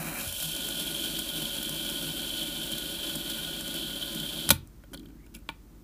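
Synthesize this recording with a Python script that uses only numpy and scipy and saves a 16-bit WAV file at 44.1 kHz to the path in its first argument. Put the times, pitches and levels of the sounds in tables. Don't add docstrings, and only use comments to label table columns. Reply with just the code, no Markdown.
import sys
import numpy as np
from scipy import signal
from scipy.fft import rfft, irfft
from scipy.io import wavfile
from scipy.ndimage import uniform_filter1d

SR = 44100
rng = np.random.default_rng(int(sys.argv[2]) if len(sys.argv) > 2 else 0)


def int16_out(signal):
    q = np.round(np.clip(np.atleast_2d(signal).T, -1, 1) * 32767)
    wavfile.write(sys.argv[1], SR, q.astype(np.int16))


def gain_from_decibels(decibels):
    exponent = np.asarray(decibels, float) / 20
    return 10 ** exponent


N = 257486
T = np.arange(N) / SR
STOP_S = 4.504

# mode_hz, width_hz, height_db
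TABLE_LOW = [(158, 12, 0), (222, 20, 0), (275, 28, -1), (328, 24, 1), (415, 26, -10)]


def level(x, db):
    return x * gain_from_decibels(db) / np.sqrt(np.mean(x ** 2))


def unit(shape):
    return shape / np.sqrt(np.sum(shape ** 2, axis=-1, keepdims=True))


def through(force, response):
    return signal.fftconvolve(force, response)[:N]


def filtered(x, order, hz, kind="low"):
    return signal.sosfilt(signal.butter(order, hz, kind, fs=SR, output="sos"), x)


def tone(hz):
    return np.sin(2 * np.pi * np.cumsum(hz) / SR)


def walk(rate_hz):
    held = int(SR / rate_hz)
    steps = np.repeat(rng.standard_normal(N // held + 1), held)
    return 0.51 * uniform_filter1d(uniform_filter1d(steps, held), held)[:N]


def swells(events, rise_db_s, fall_db_s):
    gain = np.zeros(N)
    for s, db in events:
        below_db = np.where(T < s, rise_db_s * (s - T), fall_db_s * (T - s))
        gain += gain_from_decibels(db - below_db)
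    return gain


def ring(modes, lowest_hz=41.2, grip_hz=0., alternate=False, tilt_db=0.):
    t = np.arange(SR // 2) / SR
    response = np.zeros(len(t))
    for k, (hz, width_hz, db) in enumerate(modes):
        sign = (-1) ** (k * alternate)
        tilted_db = db + tilt_db * np.log2(hz / modes[0][0])
        decay = np.exp(-np.pi * (width_hz + grip_hz) * t)
        response += sign * gain_from_decibels(tilted_db) * width_hz * decay * np.sin(2 * np.pi * hz * t)
    radiation = signal.cheby1(6, 1, lowest_hz, "high", fs=SR, output="sos")
    return unit(signal.sosfilt(radiation, response))


def room():
    # freq_hz, density_db (per Hz)
    spectrum = [(15, -31.5), (25, -5.5), (55, -6.5), (91, -3.5), (297, -12), (445, -20), (684, -26),
                (1380, -28), (2300, -34.5), (11200, -37.5), (15500, -33)]
    # pitch_hz, level_db (rms)
    hums = [(46.9, -54), (59.15, -59)]
    hz, db = np.transpose(spectrum)
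    f = np.fft.rfftfreq(N, 1 / SR) + 1
    curve = gain_from_decibels(np.interp(np.log(f), np.log(hz), db))
    sound = level(irfft(rfft(rng.standard_normal(N)) * curve, N), -54.5)
    for pitch_hz, hum_db in hums:
        sound += np.sqrt(2) * gain_from_decibels(hum_db) * np.sin(2 * np.pi * (pitch_hz * T + rng.random()))
    return sound


def echo(near):
    t60_s, treble_t60_s, echo_db = 0.21, 0.15, -16.5
    t = np.arange(SR // 2) / SR
    noise = filtered(rng.standard_normal(len(t)), 2, 600., "high")
    low = filtered(noise, 2, 4500.)
    treble = noise - low
    tail = low * gain_from_decibels(-60 * t / t60_s) + treble * gain_from_decibels(-60 * t / treble_t60_s)
    tail *= np.clip(t / 0.004 - 1, 0, 1)
    return gain_from_decibels(echo_db) * through(near, unit(tail))


def blows(events, response):
    force = np.zeros(N)
    for s, peak_db in events:
        force[int(s * SR)] = gain_from_decibels(peak_db) / np.abs(response).max()
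    return through(force, response)


def thumps():
    # start_s, peak_db
    landings = [(0.259, -33.5), (4.486, -24.5), (4.504, -20), (5.49, -46)]
    # mode_hz, width_hz, height_db
    panel = [(86, 7, 2), (129, 6, -3), (158, 8, -5), (226, 14, -14)]
    return blows(landings, ring(panel, 53.0, alternate=True))


def rub():
    # start_s, level_db
    slides = [(4.53, -50.5), (4.935, -45.5), (5.02, -54.5), (5.1, -61), (5.25, -62), (5.35, -59),
              (5.5, -69), (5.61, -65), (5.83, -52)]
    rest_db = -69
    strength = gain_from_decibels(rest_db) + swells(slides, rise_db_s=250, fall_db_s=95)
    force = rng.standard_normal(N) * strength * (T > STOP_S)
    return through(force, ring(TABLE_LOW, alternate=True))


def scrape():
    # (of the noise, 1 dB under its rms)
    drag = (5.17, 5.275, 1850, 2380, 200, -68)
    start_s, end_s, from_hz, to_hz, width_hz, db = drag
    along = np.clip((T - start_s) / (end_s - start_s), 0, 1)
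    grain = level(uniform_filter1d(rng.standard_normal(N), int(SR / width_hz)), db + 1)
    swell = np.sqrt(np.sin(np.pi * along ** 1.4).clip(0))
    return grain * swell * tone(from_hz + (to_hz - from_hz) * along)


def taps():
    # start_s, peak_db
    hits = [(4.5042, -8), (4.5058, -18.5), (5.4897, -19), (5.5025, -41)]
    # mode_hz, width_hz, height_db
    wood = [(290, 44, -6), (630, 70, -13), (824, 25, -9.5), (905, 30, 0), (1100, 70, -5), (1460, 55, -6),
            (1745, 65, -10), (2050, 120, -14), (2330, 42, -1), (2550, 270, -9), (2880, 160, -9),
            (3000, 250, -8), (3400, 220, -6), (3914, 220, -12), (4500, 400, -19), (5200, 400, -27),
            (7500, 1500, -33), (11500, 2500, -38)]
    return blows(hits, ring(wood, 150., alternate=True))


def spinning():
    return np.clip((STOP_S - T) / 0.0094, 0, 1)


def rocking():
    # start_s, level_db (rms)
    rocks = [(0.01, -36), (0.27, -48), (0.47, -40.5), (0.89, -46.5), (1.17, -48), (1.42, -43),
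             (1.72, -43.5), (2.03, -41.5), (2.1, -44), (2.6, -58), (2.91, -62), (3.17, -41), (3.29, -51),
             (3.39, -45.5), (3.74, -51), (4.15, -54), (4.22, -54), (4.47, -45)]
    wavering_hz = TABLE_LOW[0][0] + 7.08 * walk(25)
    strength = swells(rocks, rise_db_s=307, fall_db_s=205)
    return np.sqrt(2) * tone(wavering_hz) * strength * spinning()


def cap_landings(rate_hz=260., uneven=.3, spread_db=3.):
    gap, hard = rng.standard_normal((N // 50, 2)).T
    at = np.cumsum(SR / rate_hz * np.exp(uneven * gap)).astype(int)
    inside = at < N
    landings = np.zeros(N)
    landings[at[inside]] = gain_from_decibels(spread_db * hard[inside].clip(-2, 1.8))
    return landings


def rattle(count, rate_hz=3000., spread_db=2.0, hardest_db=11.5, smooth_db=-5.0, surge_db=1.5):
    # hop level against the rattle [dB], decay of one landing [s], sway [dB]
    hop_db = [-16., -16., -12., -5.5, -5.]
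    hop_s = [0.00043, 0.00037, 0.0004, 0.00042, 0.00099]
    sway_db = [1., 1., 0.8, 0.7, 0.8]
    hop_top_hz = 3600
    chance = rng.random((2, N))
    size = gain_from_decibels(np.minimum(-spread_db * np.log(chance[1] + 1e-9), hardest_db))
    direction = np.sign(rng.standard_normal((count, N)))
    balls = level((chance[0] < rate_hz / SR) * size, 0) * direction
    rolling = level(rng.standard_normal((count, N)), smooth_db)
    force = level(balls + rolling, 0)
    landings, surge, sway = cap_landings(), walk(40), walk(12)
    for k in range(count):
        hops = through(landings, np.exp(-T[:SR // 100] / hop_s[k])) * rng.standard_normal(N)
        if k < count - 1:
            hops = filtered(hops, 4, hop_top_hz)
        play = gain_from_decibels(surge_db * surge + sway_db[k] * sway)
        force[k] = level((force[k] + level(hops, hop_db[k])) * play, 0)
    return force


def knocks():
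    # start_s, bearing_db, table_low_db, body_db
    jolts = [(0.208, -30, -52, -39), (0.23, -36, -55, -44), (0.324, -25, -56, -44), (0.4, -24.5, -52, -32),
             (0.4257, -21.5, -45, -37), (0.562, -24, -51, -33), (0.686, -23, -36, -44.5),
             (0.7975, -25, -47, -43), (1.1885, -21, -33, -31), (1.361, -29, -55, -50),
             (1.4201, -27, -37, -35), (1.6277, -24, -51, -36), (1.6913, -22.5, -32.5, -40),
             (1.896, -25, -51, -49), (2.024, -27, -33, -34), (2.378, -43, -53, -28),
             (2.4094, -33, -44, -30), (2.429, -28.5, -48, -36), (2.7168, -26, -37, -43),
             (2.7803, -25, -50, -32), (3.1537, -22.5, -34, -43), (3.298, -23.5, -36, -31),
             (3.6077, -26.5, -53, -41), (3.677, -27.5, -38, -43), (3.74, -25, -32, -55),
             (4.147, -26, -29, -47), (4.1986, -28.5, -31.5, -36)]
    # table_middle_db, hub_db
    jolt_share = [-17.5, -33]
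    # start_s, chatter_s, bearing_db, table_low_db, hub_db, body_db
    clacks = [(4.4903, 0.0006, -13, -30, -34, -23), (4.493, 0.0016, -22, -46, -44, -40),
              (4.5039, 0.00054, -7, -39, -26.5, -15.5), (4.506, 0.0017, -7.5, -40.5, -34, -18.5),
              (4.5097, 0.002, -12.5, -22.5, -33, -28), (4.514, 0.00096, -29.5, -32, -38, -25)]
    # start_s, chatter_s, bearing_db, table_middle_db, hub_db, body_db
    ticks = [(4.673, 0.00082, -48, -65, -76.5, -74), (4.8377, .001, -57, -51.5, -62.5, -60),
             (4.911, 0.0061, -54, -72, -74, -72), (4.9328, 0.0007, -42, -46, -58, -45),
             (4.9368, 0.0029, -35.5, -52, -64, -57), (4.9439, 0.0014, -42, -43.5, -62, -37),
             (4.970, 0.0011, -56, -70, -72, -70), (4.974, 0.00042, -48, -67, -67, -44),
             (4.994, 0.0012, -48, -67, -54, -50), (5.031, 0.00055, -59, -64, -66, -66),
             (5.056, 0.00058, -53, -59, -67, -54.5), (5.086, 0.00045, -58, -66, -72, -62),
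             (5.102, 0.00057, -60, -63, -70, -70), (5.264, .0007, -53, -62, -60, -67),
             (5.3400, 0.0012, -48, -63, -66, -54), (5.344, 0.0011, -47, -61, -45, -60),
             (5.349, 0.00086, -36.5, -60, -47, -43), (5.355, .0025, -43, -62, -52, -64),
             (5.3658, 0.00065, -46, -59, -53, -61), (5.37, .003, -57, -62, -58, -68),
             (5.385, .003, -53.5, -66, -70, -73), (5.4895, 0.0032, -40.5, -66, -66, -54)]
    jolt_s = 0.002
    clack_middle_db, tick_low_db = -18, -6.5
    middle_share, hub_share = jolt_share
    rows = []
    for s, bearing, low, body in jolts:
        rows.append((s, jolt_s, low, bearing + middle_share, bearing + hub_share, body, bearing))
    for s, chatter_s, bearing, low, hub, body in clacks:
        rows.append((s, chatter_s, low, bearing + clack_middle_db, hub, body, bearing))
    for s, chatter_s, bearing, middle, hub, body in ticks:
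        rows.append((s, chatter_s, bearing + tick_low_db, middle, hub, body, bearing))
    return np.transpose(rows)


def knock_forces():
    push_s = [0.0041, 0.00014]
    # table low, table middle, hub, body, bearing [s]
    held_s = [0.00015, 0.00093, 0.0026, 0.0022, 0.00065]
    when, chatter_s, *knock_db = knocks()
    t = np.arange(SR // 50) / SR
    at = (when * SR).astype(int)[:, None] + np.arange(len(t))
    chatter = unit(rng.standard_normal((len(when), len(t))) * t * np.exp(-t / chatter_s[:, None]))
    forces = np.zeros((len(held_s), N))
    for k, force in enumerate(forces):
        shape = chatter
        if k < len(push_s):
            shape = unit(np.sin(np.pi * np.minimum(t / push_s[k], 1)) ** 2)[None]
        strength = gain_from_decibels(knock_db[k]) * np.sqrt(held_s[k] * SR)
        np.add.at(force, at, shape * strength[:, None])
    return forces


def spinner():
    # mode_hz, width_hz, height_db
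    table_middle = [(578, 52, -1), (650, 70, -8), (750, 40, -10), (895, 45, -8), (1028, 28, -9),
                    (1150, 120, -17), (1280, 100, -17), (1462, 50, 0), (1620, 120, -15), (1880, 60, -19),
                    (2100, 80, -17)]
    hub = [(2350, 50, -3), (2500, 150, -5), (2680, 180, -2), (2860, 150, -4.5)]
    body = [(3040, 70, -2), (3155, 130, -1.5), (3305, 90, -1), (3410, 90, -3), (3495, 55, -3.5),
            (3675, 110, -8.5), (3950, 350, -11.5), (4400, 200, -10.5), (4790, 200, -16.5)]
    bearing = [(5770, 1000, -3.5), (6140, 110, -13.5), (7730, 1400, -3.5), (8980, 1170, 3.5),
               (10670, 1100, 9), (11850, 1200, 1.5), (13200, 2700, -1), (14700, 1600, -6), (15280, 180, 5)]
    # pressed until, finger lifting, cap loose on its seat, settled [s]
    stage_s = [.16, .33, .43, .58]
    # pressed_db, lifting_db, loose_db, settled_db, fading_db_per_s
    rattle_levels = [(-43, -57, -51, -43, 0.27), (-42.5, -51.5, -50, -47, 0.34),
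                     (-46, -53.5, -47.5, -49, 1), (-50.5, -42, -38, -38, 0.37),
                     (-39, -38.5, -34, -37.5, 1.23)]
    # start_s, end_s
    lift_s = [0.17, 0.27]
    # radiates poorly below [Hz], widening of gripped modes [Hz], lies away from the point of contact
    lowest_hz = [140, 535, 2280, 2960, 5000]
    grip_hz = [15, 290, 27, 320, 400]
    far = [True, False, True, True, False]
    relaxed_grip = [0.11, 0.08, 0.99, 0.055, 0.12]
    # tilt of the modes under the gripping hand, and under one fingertip on the cap [dB per octave]
    grip_tilt_db = [2, 8, -56, -6.5, -2]
    press_tilt_db = [-2, 1, -57, -13, 10]
    grip_s, ease_s = 4.488, 4.5
    drift = 0.0085

    parts = [TABLE_LOW, table_middle, hub, body, bearing]
    turning = rattle(count=len(parts)) * spinning()
    knocking = knock_forces()
    pressed = np.clip((lift_s[1] - T) / (lift_s[1] - lift_s[0]), 0, 1)
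    wobble = np.clip(0.18 + 0.58 * walk(5), 0, 1)
    sound = rocking()
    for k, modes in enumerate(parts):
        *stage_db, fading_db_s = rattle_levels[k]
        force = turning[k] * gain_from_decibels(np.interp(T, stage_s, stage_db) - fading_db_s * T) + knocking[k]
        gripped = (T > grip_s) * np.where(T > ease_s, relaxed_grip[k], 1)
        free = force * np.sqrt(1 - gripped - pressed)
        shifted = [(hz * (1 + drift), width_hz, db) for hz, width_hz, db in modes]
        for share, free_modes in ((1 - wobble, modes), (wobble, shifted)):
            sound = sound + through(free * share, ring(free_modes, lowest_hz[k], alternate=far[k]))
        for share, tilt_db in ((pressed, press_tilt_db[k]), (gripped, grip_tilt_db[k])):
            held = ring(modes, lowest_hz[k], grip_hz[k], far[k], tilt_db)
            sound = sound + through(force * np.sqrt(share), held)
    return sound


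def scene():
    hands = thumps() + rub() + scrape() + taps()
    near = hands + spinner()
    return (room() + echo(near) + near)[None]


def roll_off(x):
    return signal.sosfilt(signal.butter(12, 16650, fs=SR, output="sos"), x)


def record(dry):
    steep = signal.ellip(10, .5, 45, 15440, fs=SR, output="sos")
    mix = signal.sosfilt(steep, dry)
    return roll_off(mix)


dry = scene()
out = record(dry)
int16_out(out)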